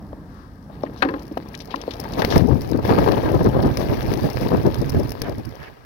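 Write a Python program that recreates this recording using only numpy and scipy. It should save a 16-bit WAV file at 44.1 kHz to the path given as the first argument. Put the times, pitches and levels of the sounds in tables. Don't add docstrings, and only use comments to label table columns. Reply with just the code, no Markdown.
import sys
import numpy as np
from scipy import signal
from scipy.fft import rfft, irfft, next_fast_len
from scipy.io import wavfile
from scipy.ndimage import uniform_filter1d

SR = 44100
rng = np.random.default_rng(int(sys.argv[2]) if len(sys.argv) > 2 else 0)


def unload_wav(signal):
    wavfile.write(
        sys.argv[1],
        SR,
        np.round(np.clip(np.atleast_2d(signal).T, -1, 1) * 32767).astype(np.int16),
    )


N = 257984
TIME = np.arange(N) / SR

# (t/s, level/dB)
RUMBLE = [(0, -34.5), (0.6, -42.5), (0.75, -35.5), (1.85, -39.5), (2.3, -25), (2.45, -42), (5.55, -51),
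          (5.8, -64)]
# (middle t/s, half width/s, level/dB)
HUSH_SWELL = (0.38, .1, 5.8)
# (t/s, left level/dB, right level/dB)
DRAFT = [(1.85, -61, -82), (2.35, -16.5, -31), (2.5, -11.5, -32), (2.66, -26, -30), (2.92, -19, -19),
         (3.6, -19.5, -19), (4.1, -25, -21), (4.4, -31, -23.5), (4.63, -22, -19), (4.78, -26, -21),
         (5.08, -31, -19), (5.18, -31.5, -30.5), (5.35, -30.5, -22), (5.67, -60, -35), (5.8, -49, -45.5)]
# (start t/s, end t/s, level/dB)
SCUFFS = [(5.206, 5.306, -29.5), (5.563, 5.7, -34.5)]

# (t/s, level/dB, centre f/Hz, decay/s)
SCRATCHES = [(0.8334, -34, 3740, 0.0038), (0.8635, -32.5, 1520, 0.0079), (0.975, -42.5, 4300, 0.043),
             (1.194, -38, 4500, .004), (1.430, -41, 3280, .003), (1.543, -30.5, 1940, 0.0091),
             (1.551, -25.5, 5000, .0032), (1.6032, -25.5, 3650, 0.0087), (1.706, -32.5, 3170, 0.028),
             (1.7596, -20.5, 4040, 0.0024), (1.8148, -25.5, 4550, 0.0042), (1.908, -24.5, 3570, 0.0086),
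             (1.9368, -25, 4000, 0.0036), (2.1356, -24.5, 4630, 0.0041), (2.1923, -23.5, 3900, 0.012),
             (2.221, -21, 1250, 0.016), (2.303, -23, 4130, 0.039), (2.3223, -20, 1160, 0.018)]
# (start t/s, end t/s, level/dB)
RUBS = [(0.715, 1.236, -44), (1.42, 1.628, -46.5), (1.682, 2.184, -40)]
# (t/s, level/dB, main f/Hz, t60/s)
KNOCKS = [(0.130, -21.5, 606, 0.012), (0.698, -30, 630, 0.025), (0.836, -9, 597, 0.013),
          (1.313, -22.5, 304, 0.04), (1.3721, -10.5, 700, 0.011), (1.741, -8.5, 1030, 0.014),
          (1.879, -13.5, 482, 0.018), (2.053, -19, 880, 0.039)]
# (t/s, clack level/dB, board thud level/dB, crate boom level/dB)
SLAM = [(1.0226, 1, -15, -47), (1.0254, -2.5, -14, -20), (1.050, -18, -20, -15.5),
        (1.088, -16.5, -17.5, -25), (1.105, -40, -33, -21), (1.139, -21.5, -22, -19)]
# (f/Hz, level/dB, t60/s)
DOOR_MODES = [(775, -12.5, 0.18), (1320, -6, 0.022), (1370, 0, 0.032), (1564, -5, 0.048), (1980, -7, 0.012),
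              (2030, -6, 0.015), (2595, -6.5, 0.04), (3200, -25, .02), (3720, -29, 0.019),
              (4100, -21, 0.03)]
CRATE_MODES = [(281.6, 0, 0.27), (317.5, -4, 0.37), (373, -8, 0.35), (457, -14, 0.94), (535.4, 3.5, 0.086),
               (634, -25, 0.11), (845, -8, 0.2), (1050, -6, 0.13)]

# (t/s, feather hiss level/dB)
FLOCK = [(0.6, -97), (1.0, -52.5), (1.65, -51), (2.1, -41.5), (2.37, -29), (2.45, -43), (2.68, -40),
         (2.81, -45.5), (2.86, -29.5), (3.3, -36.5), (3.58, -39.5), (3.85, -34.5), (4.45, -36), (5.0, -41),
         (5.5, -48), (5.68, -48), (5.76, -57)]
# (t/s, treble level/dB, body over treble/dB)
SNAPS = [(1.3751, -36, 4.5), (2, -23, -35), (2.2201, -29, 10.5), (2.2478, -18.5, 2.5), (2.379, -17.5, -11),
         (2.618, -30, -7), (3.119, -29.5, 4), (3.7718, -22, -4), (4.138, -26.5, -2.5), (4.744, -28, -3),
         (4.8949, -24, -29), (5.0933, -27.5, -17), (5.119, -27, -5), (5.2181, -19.5, -9.5),
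         (5.4511, -37, -8)]
# (t/s, level/dB)
SLAPS = [(2.178, -8.5), (2.2197, -4.5), (2.361, 4.5), (2.487, -18), (2.749, -7.5), (2.790, -4.5),
         (2.978, -15), (3.062, 2), (3.231, -6), (3.343, -3.5), (3.411, -23), (3.448, -3), (3.646, -5),
         (4.518, -3), (4.821, -19)]
# (start t/s, base eddy f/Hz, swish over left gust/dB, feather hiss over left gust/dB)
WAVES = [(2.1, 420, -7, -14.5), (2.39, 225, -23, -36), (2.83, 470, -7, -38), (3.28, 440, -15, -48),
         (3.75, 345, -18, -16), (4.48, 435, -16, -40), (4.75, 313, -36, -28)]
# (middle t/s, length/s, left level/dB, right level/dB)
STROKES = [(2.195, 0.034, -17.5, -21), (2.365, 0.0087, -7.5, -2.5), (2.409, 0.021, -6.5, -35),
           (2.451, 0.025, -11, -29), (2.521, 0.026, -6.5, -21), (2.561, 0.029, -14.5, -25.5),
           (2.73, 0.035, -12.5, -30), (2.77, 0.022, -18, -28), (2.902, 0.033, -13, -12),
           (2.941, 0.046, -22, -14.5), (2.988, 0.02, -9.5, -34), (3.029, 0.029, -15.5, -19),
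           (3.084, 0.024, -9, -24), (3.125, 0.023, -14.5, -20), (3.18, 0.029, -17, -24),
           (3.263, 0.049, -21, -22), (3.303, 0.025, -15, -22), (3.357, 0.026, -17, -16.5),
           (3.414, 0.021, -15, -14), (3.467, .029, -10, -12), (3.551, 0.048, -14.5, -25),
           (3.599, 0.023, -16.5, -16), (3.655, 0.043, -18.5, -12.5), (3.819, 0.044, -17.5, -31),
           (3.922, 0.055, -24, -19.5), (4.129, 0.025, -16, -20), (4.255, 0.044, -19, -15),
           (4.437, 0.055, -18.5, -20), (4.54, 0.044, -11, -17.5), (4.667, 0.034, -10, -13.5),
           (4.824, 0.016, -14.5, -37), (4.984, 0.058, -15, -24.5), (5.29, 0.033, -21.5, -28)]

# (f/Hz, level/dB)
RUMBLE_COLOUR = [(20, -39), (33, -34), (45, -2.5), (60, -2), (130, -4.5), (230, -3.5), (400, -17),
                 (900, -23.5), (3000, -53.5)]
AIR_COLOUR = [(60, -5), (400, -16), (850, 6.5), (1300, 10), (1900, 0), (2350, -10.5), (5000, -6.5),
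              (7000, -11), (16000, -27)]
DRAFT_COLOUR = [(20, -23), (33, -47), (48, 3), (75, 1), (125, 5.5), (180, -6.5), (280, 3), (500, -5.5),
                (900, -16), (1500, -44.5), (4000, -79)]
SCUFF_COLOUR = [(150, -19), (400, 12), (900, 6), (1700, 4.5), (2700, -1), (3800, -12), (5500, -12.5),
                (9000, -31)]
RATTLE_COLOUR = [(170, -32), (280, 20), (550, 13), (750, -10), (1100, 6), (2000, -3), (3500, -20),
                 (5500, -21), (9000, -47)]
CRACK_COLOUR = [(300, -29), (800, -6), (1250, 2.5), (1700, 1), (2100, -5.5), (2700, -15), (4500, -15),
                (6000, -53), (15000, -63)]
SWISH_COLOUR = [(100, -58), (400, 7.5), (900, 6), (1400, -2), (1800, -6), (2800, -10), (4500, -10),
                (9000, -49)]
HISS_COLOUR = [(500, -11), (2000, 3), (3200, -3.5), (5000, -0.5), (6500, -4.5), (10000, -10.5),
               (15500, -1.5)]
SNAP_COLOUR = [(500, 9.5), (2500, -25), (5200, 9), (7000, -1), (11000, -3.5), (16000, 1)]
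CLAP_COLOUR = [(150, -26), (500, 10), (1200, 6), (2600, 1.5), (4500, -2), (9000, -50)]
FLAP_COLOUR = [(150, -40), (400, 8), (900, 14), (1400, 5), (1900, -5.5), (2800, -11.5), (4500, -18),
               (9000, -58)]
# (f/Hz, level/dB)
SHADOW = [(200, 5.5), (500, -2.5), (1000, -14), (2000, -16.5), (3200, -23), (4700, -30), (8000, -36),
          (15000, -19.5)]
PORT_COLOUR = [(1250, -0.5), (1450, -5), (1620, 3), (2000, -0.5), (5700, -2), (6600, -9), (7800, -17),
               (9000, -8.5), (10800, -0.5), (16000, -6.5)]
SELF_NOISE = [(100, -70), (5500, -85), (7500, -67.5), (10500, -73), (16000, -66)]

RUB_FADE_S = 0.04
CONTACT_S, CRACK_T60_S = 0.0026, 0.045
SWISH_OVER_HISS_DB = 5.5
SWISH_LEAD_S, SWISH_SHARE = 0.0029, 0.65
EDDY_OCTAVES_PER_DB, USUAL_STROKE_DB = -0.0966, -17
CEILING, EDGE_HZ = 0.9, 16100


def amp(db):
    return 10 ** (np.asarray(db) / 20)


def unit(x):
    return x / np.sqrt(np.mean(x ** 2, axis=-1, keepdims=True) + 1e-20)


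def curve(rows, column):
    rows = np.array(rows)
    return amp(np.interp(TIME, rows[:, 0], rows[:, column]))


def add(mix, s, sound):
    part = mix[..., max(round(s * SR), 0):][..., :sound.shape[-1]]
    part += sound[..., :part.shape[-1]]


def colour(x, points):
    size = next_fast_len(x.shape[-1])
    hz, db = np.transpose(points)
    log_hz = np.log(np.fft.rfftfreq(size, 1 / SR) + 1)
    gain = amp(np.interp(log_hz, np.log(hz), db))
    return irfft(rfft(x, size) * gain, size)[..., :x.shape[-1]]


def waver(shape, hz):
    width = max(int(SR / hz), 1)
    smooth = uniform_filter1d(rng.standard_normal(shape), width, mode="wrap")
    return unit(uniform_filter1d(smooth, width, mode="wrap"))


def at_ports(x, lead=18):
    return np.array([x, colour(np.roll(x, round(lead)), SHADOW)])


def patchy(x, depth_db, width_hz=450, length=.016):
    z = signal.stft(x, nperseg=512)[2]
    field = rng.standard_normal(z.shape)
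    field = uniform_filter1d(field, max(round(width_hz * 512 / SR), 1), axis=0)
    field = uniform_filter1d(field, max(round(length * SR / 256), 1), axis=1)
    return signal.istft(z * amp(depth_db * field / field.std()), nperseg=512)[1][:N]


def feathers(points, grain_db, patch_db=3.0):
    noise = patchy(rng.standard_normal(N), patch_db)
    return unit(colour(noise * amp(grain_db * waver(N, 1060)), points))


def ring(modes, pitch=1):
    t = np.arange(SR // 2) / SR
    return sum(amp(db - 60 * t / t60) * np.sin(2 * np.pi * hz * pitch * t) for hz, db, t60 in modes)


def thud(hz, t60):
    board = ring([(.75, 2.5, t60), (1, 13, t60), (1.3, 5.5, t60), (1.8, 0.5, t60)], hz)
    board = board * (1 - np.exp(-np.arange(len(board)) / SR / 0.0035))
    return board / abs(board).max()


def outdoors(air_db=-52, apart=0.26):
    common = rng.standard_normal(N)
    rumble = unit(colour(common + apart * rng.standard_normal((2, N)), RUMBLE_COLOUR))
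    middle, width, db = HUSH_SWELL
    hush_level = amp(air_db + db * np.exp(-((TIME - middle) / width) ** 2))
    hush = hush_level * unit(colour(rng.standard_normal(N), AIR_COLOUR))
    return rumble * curve(RUMBLE, column=1) + at_ports(hush)


def draft(left_db=0., right_db=-0.5, lumpy_db=4.5):
    lumps = amp(lumpy_db * waver((2, N), 38))
    air = unit(colour(rng.standard_normal((2, N)), DRAFT_COLOUR) * lumps)
    air[1] = unit(colour(air[1], [(150, 3.5), (300, -4.0), (600, -32.5), (1500, 19.5)]))
    return air * np.array([amp(left_db) * curve(DRAFT, column=1), amp(right_db) * curve(DRAFT, column=2)])


def scuffs():
    level = np.zeros(N)
    for start, end, db in SCUFFS:
        corners = [start, (start + end) / 2, end - .02, end]
        level += amp(db) * np.interp(TIME, corners, [0.00077, 0.58, 0.53, 0.04])
    return level * np.array([feathers(SCUFF_COLOUR, grain_db=2.0) for port in range(2)])


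def grit(per_s=45, level_db=-39, spread_db=5.5, decay=0.0023):
    falling = np.interp(TIME, [.8, 2.2, 5.1, 5.75], [0.09, 1.05, 1.5, 0])
    size = amp(spread_db * np.minimum(rng.exponential(1, N), 2.5))
    hits = size * (rng.random(N) < per_s / SR)
    bursts = signal.lfilter([1], [1, -np.exp(-1 / (decay * SR))], hits * falling)
    return amp(level_db) * bursts * unit(colour(rng.standard_normal(N), SNAP_COLOUR))


def scratches(sharpness=2.12, skirt_db=-25, grain_db=0.5):
    out, t = np.zeros(N), np.arange(8192) / SR
    f = np.fft.rfftfreq(len(t), 1 / SR) + 1
    for s, db, hz, decay in SCRATCHES:
        slips = rng.standard_normal(len(t)) * amp(grain_db * waver(len(t), 1500))
        peak = 1 / (1 + (sharpness * np.log(f / hz)) ** 4)
        skirt = amp(skirt_db) * np.minimum(f / hz, hz / f)
        skid = unit(irfft(rfft(slips) * (peak + skirt)))
        add(out, s, amp(db) * skid * np.exp(-t / decay))
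    return out


def crate_rubs(restless_db=1.5, restless_hz=30, ticks_per_s=16, tick_db=-40, tick_decay=0.0022, hiss_db=-15):
    level = np.zeros(N)
    for start, end, db in RUBS:
        inside = np.minimum(TIME - start, end - TIME)
        level += amp(db) * np.clip(inside / RUB_FADE_S + .5, 0, 1)
    rubs = feathers(SWISH_COLOUR, grain_db=5.5) + amp(hiss_db) * feathers(HISS_COLOUR, grain_db=1.0)
    rubs = amp(restless_db * waver(N, restless_hz)) * rubs
    hits = rng.random(N) * (rng.random(N) < ticks_per_s / SR)
    bursts = signal.lfilter([1], [1, -np.exp(-1 / (tick_decay * SR))], hits)
    ticks = amp(tick_db) * bursts * unit(colour(rng.standard_normal(N), HISS_COLOUR))
    return level * rubs + (level > 0) * ticks


def knocks(splinter_db=-16, crate_db=-21):
    out, t = np.zeros(N), np.arange(SR // 2) / SR
    for s, db, hz, t60 in KNOCKS:
        edge = unit(colour(rng.standard_normal(len(t)), SWISH_COLOUR)) * amp(-60 * t / t60)
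        add(out, s, amp(db) * (thud(hz, t60) + amp(splinter_db) * edge + amp(crate_db) * ring(CRATE_MODES)))
    return out


def door(crack_db=-5, rattle_db=-22, rattle_t60=0.4, thud_t60=0.18, board_hz=980, board_t60=0.043):
    out, t = np.zeros(N), np.arange(SR // 2) / SR
    for s, clack_db, board_db, boom_db in SLAM:
        chatter = rng.standard_normal(len(t)) * amp(2.2 * waver(len(t), 280))
        rattle = unit(colour(chatter, RATTLE_COLOUR)) * amp(rattle_db - 60 * t / rattle_t60)
        crack = unit(colour(rng.standard_normal(len(t)), CRACK_COLOUR)) * amp(crack_db - 60 * t / CRACK_T60_S)
        panel = ring(DOOR_MODES, pitch=rng.uniform(0.96, 1.02)) * (1 - np.exp(-t / CONTACT_S))
        frame = ring([(288.5, -2.5, thud_t60), (406, -7.0, thud_t60)])
        add(out, s, amp(clack_db) * (.5 * panel + crack + rattle))
        add(out, s, amp(board_db) * thud(board_hz * rng.uniform(.93, 1.08), board_t60))
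        add(out, s, amp(boom_db) * (0.44 * ring(CRATE_MODES) + 0.49 * frame))
    return out


def wingbeats(count=4, beats_hz=9., decay=0.014, spread_db=1.5):
    power = np.zeros(N)
    for bird in range(count):
        pace = rng.uniform(.85, 1.2) + 0.0804 * waver(N, 4.2)
        turns = rng.random() + np.cumsum(beats_hz * pace) / SR
        age = (turns % 1) / beats_hz
        stroke = (1 - np.exp(-age / 0.00093)) * np.exp(-age / decay)
        power += (amp(spread_db * waver(N, 5.1)) * stroke) ** 2
    return unit(np.sqrt(power))


def wings(steady=0.84, beating=0.41, swish_beating=0.38):
    beat = wingbeats()
    swish = np.hypot(steady, swish_beating * beat) * feathers(SWISH_COLOUR, grain_db=7.0)
    hiss = np.hypot(steady, beating * beat) * feathers(HISS_COLOUR, grain_db=2.0)
    return curve(FLOCK, column=1) * (amp(SWISH_OVER_HISS_DB) * swish + hiss)


def snaps(level_db=8.5, decay=0.0023, tail_db=-22, tail_decay=0.0051):
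    out, t = np.zeros(N), np.arange(SR // 10) / SR
    fall = np.exp(-t / decay) + amp(tail_db) * np.exp(-t / tail_decay)
    shape = amp(level_db) * (1 - np.exp(-t / 0.0001)) * fall
    for s, db, body_db in SNAPS:
        treble = unit(shape * colour(rng.standard_normal(len(t)), SNAP_COLOUR))
        body = unit(shape * colour(rng.standard_normal(len(t)), CLAP_COLOUR))
        add(out, s, amp(db) * np.sqrt(np.mean(shape ** 2)) * (treble + amp(body_db) * body))
    return out


def slaps(push=0.00035, edge=0.00004, flutter_db=-11, flutter_decay=0.01):
    out, t = np.zeros(N), np.arange(SR // 10) / SR
    for s, db in SLAPS:
        u = t / (push * rng.uniform(0.7, 2.3))
        pulse = (1 - u) * np.exp(-u) * (1 - np.exp(-(t / edge) ** 2))
        noise = unit(colour(rng.standard_normal(len(t)), SWISH_COLOUR))
        flutter = noise * amp(flutter_db) * np.exp(-t / flutter_decay)
        add(out, s, amp(db) * (pulse / pulse.max() + flutter))
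    return colour(out, [(60, -52), (300, 4.5), (1500, -6), (4000, -55), (9000, -25)])


def wave_at(s):
    started = sum(start <= s for start, *_ in WAVES)
    return WAVES[max(started - 1, 0)][1:]


def swell(t, length, rise=0.7):
    t = t + 0.12 * length
    side = length * np.where(t < 0, rise, 2 - rise)
    return 1.25 * np.exp(-2 * np.log(2) * (t / side) ** 2)


def quills(per_s=68, uneven=.3, decay=0.0035, between=0.37):
    turns = np.cumsum(per_s * np.exp(uneven * waver(N, per_s))) / SR
    return unit(between + np.exp(-(turns % 1) / per_s / decay))


def flaps():
    swish, hiss, t = np.zeros(N), np.zeros(N), np.arange(-SR // 10, SR // 10) / SR
    for s, length, left_db, _ in STROKES:
        _, swish_db, hiss_db = wave_at(s)
        stroke = amp(left_db) * swell(t + SWISH_LEAD_S, SWISH_SHARE * length)
        add(swish, s + t[0], amp(swish_db) * stroke)
        add(hiss, s + t[0], amp(hiss_db) * stroke)
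    flutter = swish * quills() * feathers(FLAP_COLOUR, grain_db=3.0, patch_db=2.0)
    return flutter + hiss * feathers(HISS_COLOUR, grain_db=2.5)


def eddies(t, length, centre_hz, rise=0.44, fall=3.5, lumpy_db=4.0, low_hz=60):
    f = np.fft.rfftfreq(len(t), 1 / SR)
    u = f / centre_hz
    push = rng.standard_normal(len(t)) * amp(lumpy_db * waver(len(t), 256)) * swell(t, length)
    low_cut = f ** 2 / (f ** 2 + low_hz ** 2)
    puff = irfft(rfft(push) * u ** rise / np.sqrt(1 + u ** (2 * fall)) * low_cut, len(t))
    return puff / np.sqrt(np.sum(puff ** 2) / (length * SR))


def gusts(left_corner=1.35, right_corner=0.59):
    out, t = np.zeros((2, N)), np.arange(-8192, 8192) / SR
    for s, length, left_db, right_db in STROKES:
        hz = wave_at(s)[0] * 2 ** (EDDY_OCTAVES_PER_DB * (left_db - USUAL_STROKE_DB))
        add(out[0], s + t[0], amp(left_db) * eddies(t, length, hz * left_corner))
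        add(out[1], s + t[0], amp(right_db) * eddies(t, length, hz * right_corner))
    return out


def scene(crate_left_db=0.5, crate_right_db=1.0):
    small_boards = signal.butter(4, 215, "high", fs=SR, output="sos")
    wood = signal.sosfilt(small_boards, knocks() + door())
    crate = at_ports(wood + scratches() + crate_rubs(), lead=12.8)
    crate[0] = amp(crate_left_db) * crate[0]
    crate[1] = colour(crate[1], [(300, -0.83), (1000, crate_right_db)])
    flock = at_ports(wings())
    flock[1] = 0.68 * flock[1] + 1.4 * colour(wings(), SHADOW)
    near = at_ports(flaps() + snaps() + slaps() + grit(), lead=21.4)
    return outdoors() + draft() + scuffs() + crate + flock + near + gusts()


def record(dry):
    x = colour(dry, PORT_COLOUR) + colour(rng.standard_normal((2, N)), SELF_NOISE)
    x = x / (1 + (x / CEILING) ** 6) ** (1 / 6)
    lowpass = signal.firwin(255, EDGE_HZ, window=("kaiser", 9), fs=SR)
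    return signal.oaconvolve(x, lowpass[None], "same")


dry = scene()
out = record(dry)
unload_wav(out)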